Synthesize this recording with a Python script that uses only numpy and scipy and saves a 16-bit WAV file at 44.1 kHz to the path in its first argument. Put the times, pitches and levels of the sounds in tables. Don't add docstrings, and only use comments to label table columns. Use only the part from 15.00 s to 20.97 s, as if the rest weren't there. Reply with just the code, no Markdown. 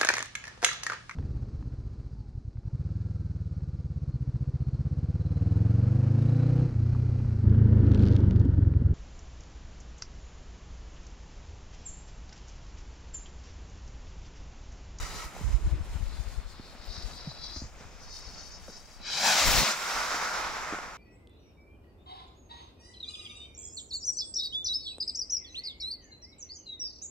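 import sys
import numpy as np
from scipy import signal
from scipy.fft import rfft, irfft, next_fast_len
from scipy.io import wavfile
from scipy.ndimage import map_coordinates

SR = 44100
rng = np.random.default_rng(int(sys.argv[2]) if len(sys.argv) > 2 else 0)


def volts(x):
    e = np.asarray(x, float) / 20
    return 10 ** e


def pcm_store(signal):
    levels = np.round(np.clip(np.atleast_2d(signal), -1, 1) * 32767)
    wavfile.write(sys.argv[1], SR, levels.astype(np.int16).T)


N = 263277


def in_time(rows, t):
    s, *columns = np.transpose(rows)
    return [np.interp(t, s, c) for c in columns]


def at_hz(points, hz):
    point_hz, value = np.transpose(points)
    return np.interp(np.log(hz), np.log(point_hz), value)


def drift(rate_hz, size):
    knots = rng.standard_normal(int(size / SR * 60) + 62)
    r = np.exp(-2 * np.pi * rate_hz / 60)
    slow = signal.lfilter([np.sqrt(1 - r * r)], [1, -r], knots)[60:]
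    return np.interp(np.linspace(0, len(slow) - 1, size), np.arange(len(slow)), slow)


def delayed(x, ms):
    return map_coordinates(x, [np.arange(len(x)) - ms / 1000 * SR], order=3)


def bursts(events, t, floor_db, rise_db_per_s, fall_db_per_s):
    s, hold_s, db = np.transpose(events)[:, :, None]
    rising = rise_db_per_s * np.maximum(s - t, 0)
    falling = fall_db_per_s * np.maximum(t - s - hold_s, 0)
    return np.maximum((db - rising - falling).max(0), floor_db)


def by_effort(rows, full_db, tilt_db, focus_db, tilt_per_db=0, focus_per_db=0, tilt_per_s=0, focus_per_s=0):
    s, db = np.transpose(rows)
    short_db, age_s = np.maximum(full_db - db, 0), s - s[0]
    tilt = tilt_db + tilt_per_db * short_db + tilt_per_s * age_s
    focus = focus_db + focus_per_db * short_db + focus_per_s * age_s
    return np.c_[s, db, tilt, focus]


# frequency in Hz, left-right likeness 0-1.
LIKENESS = [(100, 1), (250, 0.89), (700, 0.86), (1500, 0.68), (3000, 0.58), (5500, 0.51), (11000, 0.26)]
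# frequency in Hz, lead of the left port in radians.
LEFT_LEAD = [(100, .01), (750, 0.29), (1500, 0.66), (3000, 0.4), (5500, 0.88), (11000, 1.1)]
# frequency in Hz, left over right in dB.
LEFT_GAIN = [(60, 1), (150, 1.5), (380, 0.5), (950, 0.0), (2380, 1.5), (5980, 1), (15000, -5.5)]


def hiss(rows, colour, centre_hz, patchy_db, crackle_db, direct, pan_db, step_oct=0.506, skirt=0):
    first, last = round(rows[0][0] * SR), min(round(rows[-1][0] * SR), N)
    size = next_fast_len(last - first)
    level_db, tilt_db, focus_db = in_time(rows, (first + np.arange(size)) / SR)
    white = rng.standard_normal((2, size)) * volts(crackle_db * rng.standard_normal((2, size)))
    hz = np.maximum(np.fft.rfftfreq(size, 1 / SR), 1)
    same, other = rfft(white) * volts(at_hz(colour, hz))

    alike = np.clip(direct * at_hz(LIKENESS, hz), 0, 1)
    lean = volts(.5 * (at_hz(LEFT_GAIN, hz) * direct + pan_db))
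    shared = alike * same * np.exp(-1j * at_hz(LEFT_LEAD, hz))
    right = (shared + np.sqrt(1 - alike ** 2) * other) / lean
    lowest_hz = colour[0][0]
    pair = np.array([same * lean, right]) * (hz > lowest_hz)
    pair /= np.sqrt(np.mean(irfft(pair.mean(0), size) ** 2))

    out, together = np.zeros((2, N)), drift(9.0, size)
    for band_hz in lowest_hz * 2 ** np.arange(0, np.log2(17000 / lowest_hz) + step_oct, step_oct):
        off_band = np.log2(hz / band_hz) / step_oct / 2
        share = np.cos(np.pi * np.clip(off_band, -.5, .5)) ** 2
        octave = np.log2(band_hz / centre_hz)
        gain_db = level_db + tilt_db * octave - focus_db * octave ** 2
        gain_db = gain_db + patchy_db * (together + drift(35.0, size))
        aside = np.clip(octave - tilt_db / 2 / np.maximum(focus_db, 1), -1, 1)
        gain_db = gain_db - skirt * np.maximum(focus_db, 0) * aside ** 4
        out[:, first:last] += (irfft(pair * share, size) * volts(gain_db))[:, :last - first]
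    return out


# time in seconds, distance in m that sets the delay, share the grass reflects 0-1.
LISTENER = [(0, 4.8, .4), (.45, 4.98, .4), (1.0, 5.07, .45), (1.1, 2.86, .8), (1.43, 2.94, .7),
            (1.7, 3.02, .4), (2.03, 3.17, .35), (2.28, 3.24, .7), (2.48, 3.31, .85), (2.68, 3.44, .45),
            (3.02, 3.62, .4), (3.14, 3.66, .8), (3.3, 3.68, .98), (3.55, 3.78, .95), (3.62, 3.75, .8),
            (3.88, 3.84, .9), (4.18, 3.95, .75)]


def ground(x):
    fire_height_m, ear_height_m, out_of_mirror_m, sound_m_per_ms = .6, 1.4, 3.4, .343
    ignition_s, plume_scatter_per_s, plume_clear_below_hz = 4.06, 5.5, 1700
    lift_off_s, climb_m_per_s2 = 4.3, 22
    second_bounce = .36
    t = np.arange(x.shape[1]) / SR
    distance_m, grass = in_time(LISTENER, t)
    height_m = fire_height_m + .5 * climb_m_per_s2 * np.maximum(t - lift_off_s, 0) ** 2
    height_m = np.minimum(height_m, out_of_mirror_m)
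    clear = grass * np.clip((lift_off_s + 0.077 - t) / .05, 0, 1)
    share = grass / (1 + plume_scatter_per_s * np.maximum(t - ignition_s, 0))
    path_ms = 2 * height_m * ear_height_m / distance_m / sound_m_per_ms
    path_ms = path_ms + .008 * drift(5.0, N)[:len(t)]
    dull = signal.sosfiltfilt(signal.butter(1, 16000, fs=SR, output="sos"), x)
    once = np.array([delayed(side, path_ms) for side in dull])
    twice = np.array([delayed(side, 2 * path_ms) for side in dull])
    lows = signal.sosfiltfilt(signal.butter(2, plume_clear_below_hz, fs=SR, output="sos"), once)
    mirrored = share * (once + second_bounce * twice) + np.maximum(clear - share, 0) * lows
    return (x + mirrored) / np.sqrt(1 + share ** 2)


# time in seconds, delay in ms, share.
TILT = [(4.66, 0.26, 0.12), (5.1, .18, 0.21), (5.33, 0.18, .3), (5.5, 0.21, 0.15), (5.72, 0.12, 0.21),
        (5.97, 0.16, 0.17)]


def palm(x):
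    first = round(TILT[0][0] * SR)
    ms, share = in_time(TILT, np.arange(first, N) / SR)
    dull = signal.sosfiltfilt(signal.butter(2, 8000, fs=SR, output="sos"), x[:, first:])
    return x + np.pad([share * delayed(side, ms) for side in dull], [(0, 0), (first, 0)])


# time in seconds, added lead of the left port in microseconds.
TURN = [(0, -10), (1.5, -1), (2.3, 18), (3.3, -11), (3.8, -26), (4.2, -31), (4.38, -20), (4.6, 7),
        (5.0, -5), (5.6, 6), (5.97, 20)]


def turned(air):
    lead_us, = in_time(TURN, np.arange(N) / SR)
    return np.array([air[0], delayed(air[1], lead_us / 1000)])


# delay in ms, share at left port, share at right port.
CASE_ECHOES = [(.36, -0.019, 0.056), (.57, 0.034, 0.039), (.68, -0.059, -0.018), (.82, 0.0066, 0.063)]
# frequency in Hz, width in Hz, gain in dB.
PORT_MODES = [(1390, 180, 1), (2540, 88, 1.5), (3340, 260, -1.5), (4630, 250, 0), (4030, 700, 1),
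              (5180, 1000, -1.5), (5930, 170, 1), (6350, 280, -0.5), (7320, 270, 2.5), (9170, 1500, 2)]


def ports(air):
    step_hz, step_db = 7850, -6.5
    hz = np.fft.rfftfreq(N, 1 / SR)
    echoes = 1
    for ms, left, right in CASE_ECHOES:
        echoes = echoes + np.array([[left], [right]]) * np.exp(-2j * np.pi * hz * ms / 1000)
    gain_db = step_db / (1 + np.exp((step_hz - hz) / 150))
    for mode_hz, width_hz, db in PORT_MODES:
        gain_db = gain_db + db / (1 + (2 * (hz - mode_hz) / width_hz) ** 2)
    return irfft(rfft(air) * echoes * volts(gain_db), N)


def self_noise():
    return volts(-71.5) * rng.standard_normal((2, N))


# time in seconds, level in dB.
NIGHT = [(0, -50), (.5, -51), (.75, -52.5), (1.15, -51), (1.6, -54.5), (2.05, -50), (2.55, -53.5),
         (2.72, -55), (2.85, -52), (3.0, -54.5), (3.3, -52.5), (3.9, -57.5), (4.2, -49), (4.75, -55),
         (5.1, -62), (5.97, -55)]
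# frequency in Hz, level in dB per Hz.
NIGHT_COLOUR = [(88, -15), (150, -2), (350, -7), (570, -5), (1400, -8), (2800, -14), (5500, -22.5),
                (8500, -24.5), (16000, -49)]


def night():
    calm = by_effort(NIGHT, full_db=-48.5, tilt_db=0.5, focus_db=-0.36, tilt_per_db=-0.06, focus_per_db=0.07)
    return hiss(calm, NIGHT_COLOUR, centre_hz=1470, patchy_db=1.2, crackle_db=1.0, direct=0.99, pan_db=-.5)


# time in seconds, level in dB, left over right in dB.
WIND = [(0, -45.5, 3), (.32, -54, 6), (.5, -43, -18), (.73, -46, 4), (1.3, -48.5, 10), (1.6, -54.5, 5),
        (2.1, -52.5, 6), (2.4, -55, 5.5), (3.3, -52.5, -1.5), (4.35, -59.5, 0), (4.48, -42, 17),
        (4.58, -40, 8), (4.69, -68, 4), (4.95, -58.5, -4), (5.4, -55, 3), (5.97, -57, -5)]
# centre in seconds, peak in dB, frequency in Hz.
BUFFETS_LEFT = [(0.015, -30, 54.6), (0.248, -37, 37.6), (0.493, -26.5, 82.5), (0.546, -30, 65.6),
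                (0.676, -16, 67.6), (0.728, -14.5, 60), (0.81, -20.5, 69.7), (0.892, -31, 52),
                (0.96, -20, 66), (1.032, -20.5, 47.7), (1.077, -25, 33.5), (1.14, -30.5, 48.7),
                (1.201, -20.5, 53), (1.28, -27.5, 37), (1.386, -23, 48.4), (1.464, -31.5, 40),
                (1.665, -44, 52), (1.802, -39, 48), (1.896, -28.5, 38.2), (1.983, -30.5, 76.4),
                (2.056, -25, 44), (2.522, -43, 53), (2.81, -47, 65), (3.278, -34.5, 51.4),
                (4.432, -41, 81.5), (4.476, -24, 63.3), (4.549, -23.5, 121), (4.607, -35, 76),
                (4.585, -22, 152), (4.632, -24.5, 172), (.655, -20, 45.7), (.76, -23.5, 58.5),
                (.925, -34, 60), (1.01, -24.5, 75.6), (1.33, -31, 50), (2.86, -43, 40), (2.96, -41, 43.2),
                (3.5, -52, 55), (5.08, -48, 45), (5.45, -44, 50)]
# centre in seconds, peak in dB, frequency in Hz.
BUFFETS_RIGHT = [(0.034, -25.5, 44.6), (0.1, -35.5, 42), (0.176, -36, 45.7), (0.26, -30.5, 54),
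                 (0.471, -17, 49), (0.509, -21, 72.6), (0.551, -10.5, 46.2), (0.654, -17.5, 46.3),
                 (0.741, -24, 99), (0.865, -37, 43), (0.918, -29, 39.8), (0.963, -44, 72), (1.074, -35, 49),
                 (4.487, -29, 139), (4.55, -37, 87), (4.597, -21.5, 57.5), (4.519, -26.5, 171),
                 (4.574, -30, 130), (4.62, -20.5, 185), (.445, -22, 85.4), (.625, -26.5, 59.7),
                 (.785, -32, 45), (4.96, -37, 42), (5.01, -40, 40)]
CREST_SHARE = [.3, 0.25]


def wind():
    level_db, pan_db = in_time(WIND, np.arange(N) / SR)
    band = signal.butter(2, [11, 62], "band", fs=SR, output="sos")
    out = signal.sosfilt(band, rng.standard_normal((2, N + SR)))[:, SR:]
    out *= volts(level_db + 4.0 + .5 * pan_db * np.array([[1], [-1]])) / out.std()
    out *= volts(2.1 * np.array([drift(4.5, N), drift(3.0, N)]))
    near = np.arange(-4000, 4000)
    t = near / SR
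    for side, buffets in enumerate((BUFFETS_LEFT, BUFFETS_RIGHT)):
        for (s, peak_db, hz), turn in zip(buffets, rng.random(len(buffets))):
            cycle = 2 * np.pi * (hz * t + turn)
            flap = np.sin(cycle) * np.exp(-(t * hz / 0.83) ** 2)
            flap += CREST_SHARE[side] * np.sin(2.18 * cycle) * np.exp(-(t * hz / 0.45) ** 2)
            at = round(s * SR) + near
            out[side, at[at >= 0]] += volts(peak_db) * flap[at >= 0]
    return out


# time in seconds, level in dB.
BLAST = [(4.44, -57), (4.475, -40), (4.53, -40.5), (4.6, -40), (4.635, -42), (4.65, -61)]
# frequency in Hz, level in dB per Hz.
BLAST_COLOUR = [(120, -4), (200, 1), (330, -6), (500, -6), (800, -25)]


def backwash():
    gust = by_effort(BLAST, full_db=-40, tilt_db=-0.5, focus_db=-0.5)
    return hiss(gust, BLAST_COLOUR, centre_hz=250, patchy_db=2.0, crackle_db=0.5, direct=0.1, pan_db=1.0)


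# start in seconds, peak in dB, frequency in Hz, t60 in seconds, brightness in dB.
KNOCKS = [(0.364, -37, 764, 0.018, -10), (0.411, -30.5, 194, 0.052, -27), (1.596, -30, 278, 0.021, -33),
          (1.599, -33.5, 80, 0.041, -30), (1.75, -37.5, 235, 0.033, -9), (2.273, -27, 180, 0.095, -32),
          (2.315, -40, 400, 0.01, -2.5), (2.5614, -35.5, 298, 0.049, -6.5), (2.569, -33.5, 85, 0.14, -30),
          (2.6188, -30.5, 267, 0.031, -26), (2.622, -30, 85, 0.067, -30), (2.638, -33.5, 125, 0.067, -30),
          (2.652, -36, 70, 0.079, -27), (2.81, -39, 171, 0.052, -11), (2.851, -37.5, 105, 0.059, -25),
          (3.68, -39.5, 598, 0.085, -4.5), (3.699, -35.5, 324, 0.015, -13), (5.725, -24.5, 310, 0.023, -10),
          (5.7349, -23, 310, 0.016, -15.5), (3.689, -41, 202, 0.083, -26), (4.0, -41.5, 250, 0.032, -10)]


def knocks():
    out, t = np.zeros(N + 8000), np.arange(8000) / SR
    dull = signal.butter(2, [250, 1300], "band", fs=SR, output="sos")
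    for s, peak_db, hz, t60_s, bright_db in KNOCKS:
        ring = -np.sin(2 * np.pi * hz * 0.0597 * np.log1p(t / 0.0608))
        mode = ring * volts(-60 * t / t60_s) * (1 - np.exp(-t / 0.00075))
        grit = rng.standard_normal(8000) * volts(-60 * t / 0.028)
        scuff = 5 * volts(bright_db) * signal.sosfilt(dull, grit)
        first = round(s * SR)
        out[first:first + 8000] += volts(peak_db) * (mode + scuff)
    return out[:N]


# start in seconds, length in seconds, from Hz, to Hz, level in dB.
SQUEAKS = [
    (1.848, .035, 14450, 14800, -55),
    (1.897, .018, 15100, 15550, -69),
]


def squeaks():
    t, out = np.arange(N) / SR, np.zeros(N)
    for s, length_s, from_hz, to_hz, db in SQUEAKS:
        done = np.clip((t - s) / length_s, 0, 1)
        cycles = np.cumsum(from_hz + (to_hz - from_hz) * done) / SR
        out += volts(db) * np.sin(np.pi * done) * np.sin(2 * np.pi * cycles)
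    return out


# start in seconds, hold in seconds, level in dB.
RUSTLES = [(.55, .01, -65.5), (.62, 0.11, -67.5), (.85, 0.53, -66), (1.51, .01, -66.5),
           (1.65, 0.099, -71.5), (1.86, 0.15, -69), (2.05, 0.11, -64), (2.32, .01, -70),
           (2.44, 0.0092, -68), (2.5, .1, -70.5), (3.03, .01, -72), (3.16, .03, -65), (3.31, .01, -68),
           (3.46, .02, -66), (3.62, 0.34, -68.5), (4.05, .01, -82)]
# frequency in Hz, level in dB per Hz.
RUSTLE_COLOUR = [(3000, -9), (6000, -0.5), (9000, 1), (16000, -7)]


def rustle():
    t = np.linspace(.5, 4.05, 711)
    moves = np.c_[t, bursts(RUSTLES, t, floor_db=-93, rise_db_per_s=178, fall_db_per_s=248)]
    cloth = by_effort(moves, full_db=-66, tilt_db=-1.5, focus_db=-2.2, tilt_per_db=0.2, focus_per_db=0.25)
    return volts(6.0) * hiss(cloth, RUSTLE_COLOUR, centre_hz=9570, patchy_db=1.5, crackle_db=5.5,
                           direct=0.52, pan_db=5.0)


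# time in seconds, level in dB.
SPARKS = [(0, -41.5), (.1, -42.5), (.23, -44), (.29, -55), (.4, -50.5), (.53, -49), (.6, -67), (.8, -94)]
# frequency in Hz, level in dB per Hz.
SPARKS_COLOUR = [(300, 0), (600, -1), (1050, 0), (2500, -3.5), (3300, -5.5), (5900, 0.5), (8500, -2.5),
                 (16000, -6)]


def sparks():
    spurt = by_effort(SPARKS, full_db=-40, tilt_db=-1.5, focus_db=1.0, tilt_per_db=-0.0841, focus_per_db=-0.1)
    return hiss(spurt, SPARKS_COLOUR, centre_hz=3000, patchy_db=1.8, crackle_db=0.0, direct=0.87, pan_db=0.5)


# time in seconds, level in dB.
TUBE = [(0, -48), (.055, -49.5), (.09, -58), (.18, -50), (.245, -43.5), (.3, -52), (.37, -59), (.6, -67)]
# frequency in Hz, level in dB per Hz.
TUBE_COLOUR = [(1000, -25), (1210, -12), (1290, 0), (1380, -11), (1620, -25), (1840, -15), (1920, -3),
               (2010, -15), (2280, -10), (2450, -17), (2900, -14), (3300, -30)]
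# start in seconds, hold in seconds, gain in dB.
PUFFS = [
    (.052, .005, 8.5),
    (.108, .006, 10),
    (.183, .005, 3.5),
    (.218, .008, 3),
    (.245, 0.0072, 1),
]


def tube():
    t = np.linspace(0, .6, 301)
    puffs_db = bursts(PUFFS, t, floor_db=0, rise_db_per_s=1500, fall_db_per_s=700)
    puffing = np.c_[t, in_time(TUBE, t)[0] + puffs_db]
    song = by_effort(puffing, full_db=-47, tilt_db=-6.0, focus_db=6.0, tilt_per_db=-0.2, tilt_per_s=13.0)
    return hiss(song, TUBE_COLOUR, centre_hz=1545, patchy_db=1.0, crackle_db=-2.0, direct=1.0, pan_db=-5.5)


# start in seconds, hold in seconds, level in dB.
FLARES = [(0, .26, -48), (.32, .22, -54), (1.07, .03, -55), (1.13, .02, -50), (1.24, .2, -56.5),
          (1.5, .2, -53.5), (1.82, .08, -49), (1.92, .1, -43), (2.12, .28, -46.5), (2.44, .12, -39),
          (2.6, .04, -49), (2.79, 0.1, -56), (2.93, .05, -55), (3.035, .06, -48.5), (3.12, 0.075, -43.5),
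          (3.24, 0.11, -45.5), (3.37, 0.095, -45), (3.52, 0.024, -46), (3.65, .03, -52), (3.72, 0.03, -47),
          (3.86, 0.08, -52), (4.03, .02, -55)]
# time in seconds, pitch in Hz, focus in dB per octave squared.
FUSE_JET = [(.2, 11900, 0), (.55, 7250, 10), (1.0, 4800, 20), (1.12, 3880, 50), (1.3, 4100, 26),
            (1.6, 3970, 24.5), (1.95, 4450, 33), (2.52, 4370, 38), (2.72, 6350, 31.5), (2.96, 5700, 46),
            (3.05, 5250, 55), (3.2, 5070, 55), (3.5, 5350, 56), (3.92, 5450, 39), (4.05, 4540, 21.5)]
# frequency in Hz, level in dB per Hz.
FUSE_COLOUR = [(1500, -16), (3200, -8), (3900, -1), (5000, 2), (6300, -2), (8000, -5.5), (16000, -10)]


def fuse():
    centre_hz = 4800
    t = np.linspace(0, 4.05, 811)
    jet_hz, focus = in_time(FUSE_JET, t)
    octave = np.log2(jet_hz / centre_hz)
    db = bursts(FLARES, t, floor_db=-65, rise_db_per_s=136, fall_db_per_s=117)
    burn = np.c_[t, db - focus * octave ** 2, 2 * focus * octave, focus]
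    return hiss(burn, FUSE_COLOUR, centre_hz, patchy_db=1.5, crackle_db=5.5, direct=1.0, pan_db=3.0,
                step_oct=1 / 5, skirt=1.3)


# time in seconds, level in dB.
IGNITION = [(3.99, -60.5), (4.03, -50), (4.055, -43.5), (4.09, -38), (4.13, -33), (4.19, -33.5),
            (4.25, -35), (4.32, -40), (4.36, -58)]
# frequency in Hz, level in dB per Hz.
IGNITION_COLOUR = [(1500, -25), (2500, -5), (3800, 3), (5200, 5), (7000, -11), (9000, -16), (16000, -13)]


def ignition():
    kindling = by_effort(IGNITION, full_db=-31.0, tilt_db=0.5, focus_db=3.0, focus_per_db=1.0,
                         tilt_per_s=11.0, focus_per_s=-5.0)
    return hiss(kindling, IGNITION_COLOUR, centre_hz=4700, patchy_db=0.5, crackle_db=-2.0,
                direct=1.0, pan_db=1.5)


# time in seconds, peak in dB,
# sign of the first half.
POPS = [(0.3658, -30.5, -1), (2.5618, -38, 1), (2.619, -44, 1), (3.6807, -48, 1), (4.965, -27, 1),
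        (4.9818, -26, 1), (5.146, -22, -1), (5.226, -25, 1), (5.2565, -32, 1), (5.339, -41, 1),
        (5.449, -24, 1), (5.4705, -29, -1), (5.5688, -27, 1), (5.747, -22, 1), (5.7893, -24, 1),
        (5.834, -38, 1)]


def pops():
    t, out = np.arange(N) / SR, np.zeros(N)
    for s, peak_db, sign in POPS:
        out += volts(peak_db) * (np.abs(t - s) < .0005) * np.sign(sign) * (s - t) / 0.00057
    return signal.sosfilt(signal.butter(2, 2500, fs=SR, output="sos"), out)


# time in seconds, level in dB.
ALOFT = [(4.66, -31), (4.78, -35.5), (4.9, -32), (4.99, -31.5), (5.08, -32.5), (5.2, -33), (5.35, -34),
         (5.5, -35), (5.76, -40), (5.97, -46.5)]
# frequency in Hz, level in dB per Hz.
ALOFT_COLOUR = [(88, -33), (150, -13.5), (330, -15), (550, -9), (890, -3.5), (1150, -2.5), (1420, -0.5),
                (1750, -5.5), (2150, -6), (2900, -12.5), (4200, -15), (5400, -11), (8500, -20.5),
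                (16000, -28)]
# start in seconds, hold in seconds, gain in dB.
SURGES = [(4.96, 0.076, 1.5), (5.12, 0.035, 2.5), (5.225, 0.027, 2), (5.34, 0.069, 2), (5.45, 0.024, 1.5),
          (5.565, 0.014, 1.5), (5.685, 0.069, 2), (5.83, 0.013, 3)]


def aloft():
    t = np.linspace(4.66, 5.97, 263)
    surges_db = bursts(SURGES, t, floor_db=0, rise_db_per_s=130, fall_db_per_s=104)
    chugging = np.c_[t, in_time(ALOFT, t)[0] + surges_db]
    climb = by_effort(chugging, full_db=-30.0, tilt_db=2.0, focus_db=0.08, focus_per_db=-0.05,
                      tilt_per_db=0.04, tilt_per_s=-3.0, focus_per_s=0.66)
    return hiss(climb, ALOFT_COLOUR, centre_hz=1910, patchy_db=0.51, crackle_db=2.0, direct=0.92, pan_db=-1.5)


# time in seconds, peak in dB.
SHOCKS = [(4.279, -19), (4.3422, -18), (4.3657, -17), (4.367, -12.5), (4.3848, -17), (4.3862, -14),
          (4.4002, -18), (4.4258, -19), (4.5097, -17), (4.5217, -18), (4.5275, -17), (4.576, -18),
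          (4.5923, -19), (4.6319, -18), (4.6671, -21), (4.6814, -22)]


def shocks():
    out, ms = np.zeros(N), np.arange(-60, 120) / SR * 1000
    spike = np.exp(-(ms / .16) ** 2) - .3 * np.exp(-((ms - .45) / 0.33) ** 2)
    for s, peak_db in SHOCKS:
        at = round(s * SR)
        out[at - 60:at + 120] += volts(peak_db) * spike
    return signal.sosfiltfilt(signal.butter(2, 450, "high", fs=SR, output="sos"), out)


# time in seconds, level in dB.
MOTOR = [(4.0, -61), (4.065, -37.5), (4.21, -29), (4.27, -21), (4.39, -22.5), (4.6, -22.5), (4.72, -29.5),
         (4.765, -43.5), (4.85, -52)]
# frequency in Hz, level in dB per Hz.
MOTOR_COLOUR = [(60, -54), (200, -4.5), (350, -13.5), (560, -3.5), (850, -3.5), (1150, -2), (1500, -3.5),
                (3300, -6), (5500, -2), (8700, -11), (14900, -16.5), (16000, -10.5)]


def motor():
    thrust = by_effort(MOTOR, full_db=-29.5, tilt_db=0.26, focus_db=0.3, tilt_per_db=0.3968,
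                       focus_per_db=0.5, tilt_per_s=-0.32)
    return hiss(thrust, MOTOR_COLOUR, centre_hz=2070, patchy_db=0.7, crackle_db=1.5, direct=1.24, pan_db=1.0)


def scene():
    low = round(MOTOR[-1][0] * SR + 999)
    near_ground = fuse() + ignition() + motor() + sparks() + rustle()
    mirrored = np.pad(ground(near_ground[:, :low]), [(0, 0), (0, N - low)])
    air = mirrored + tube() + palm(aloft()) + pops() + shocks() + night() + squeaks()
    return ports(turned(air)) + backwash() + wind() + knocks() + self_noise()


def roll_off(x):
    return signal.sosfilt(signal.butter(12, 16260, fs=SR, output="sos"), x)


def record(dry):
    cutoff_hz = 15770
    rounded = rfft(0.44 * np.tanh(dry / 0.46))
    mix = irfft(rounded * (np.fft.rfftfreq(N, 1 / SR) < cutoff_hz), N)
    return roll_off(mix)


dry = scene()
out = record(dry)
pcm_store(out)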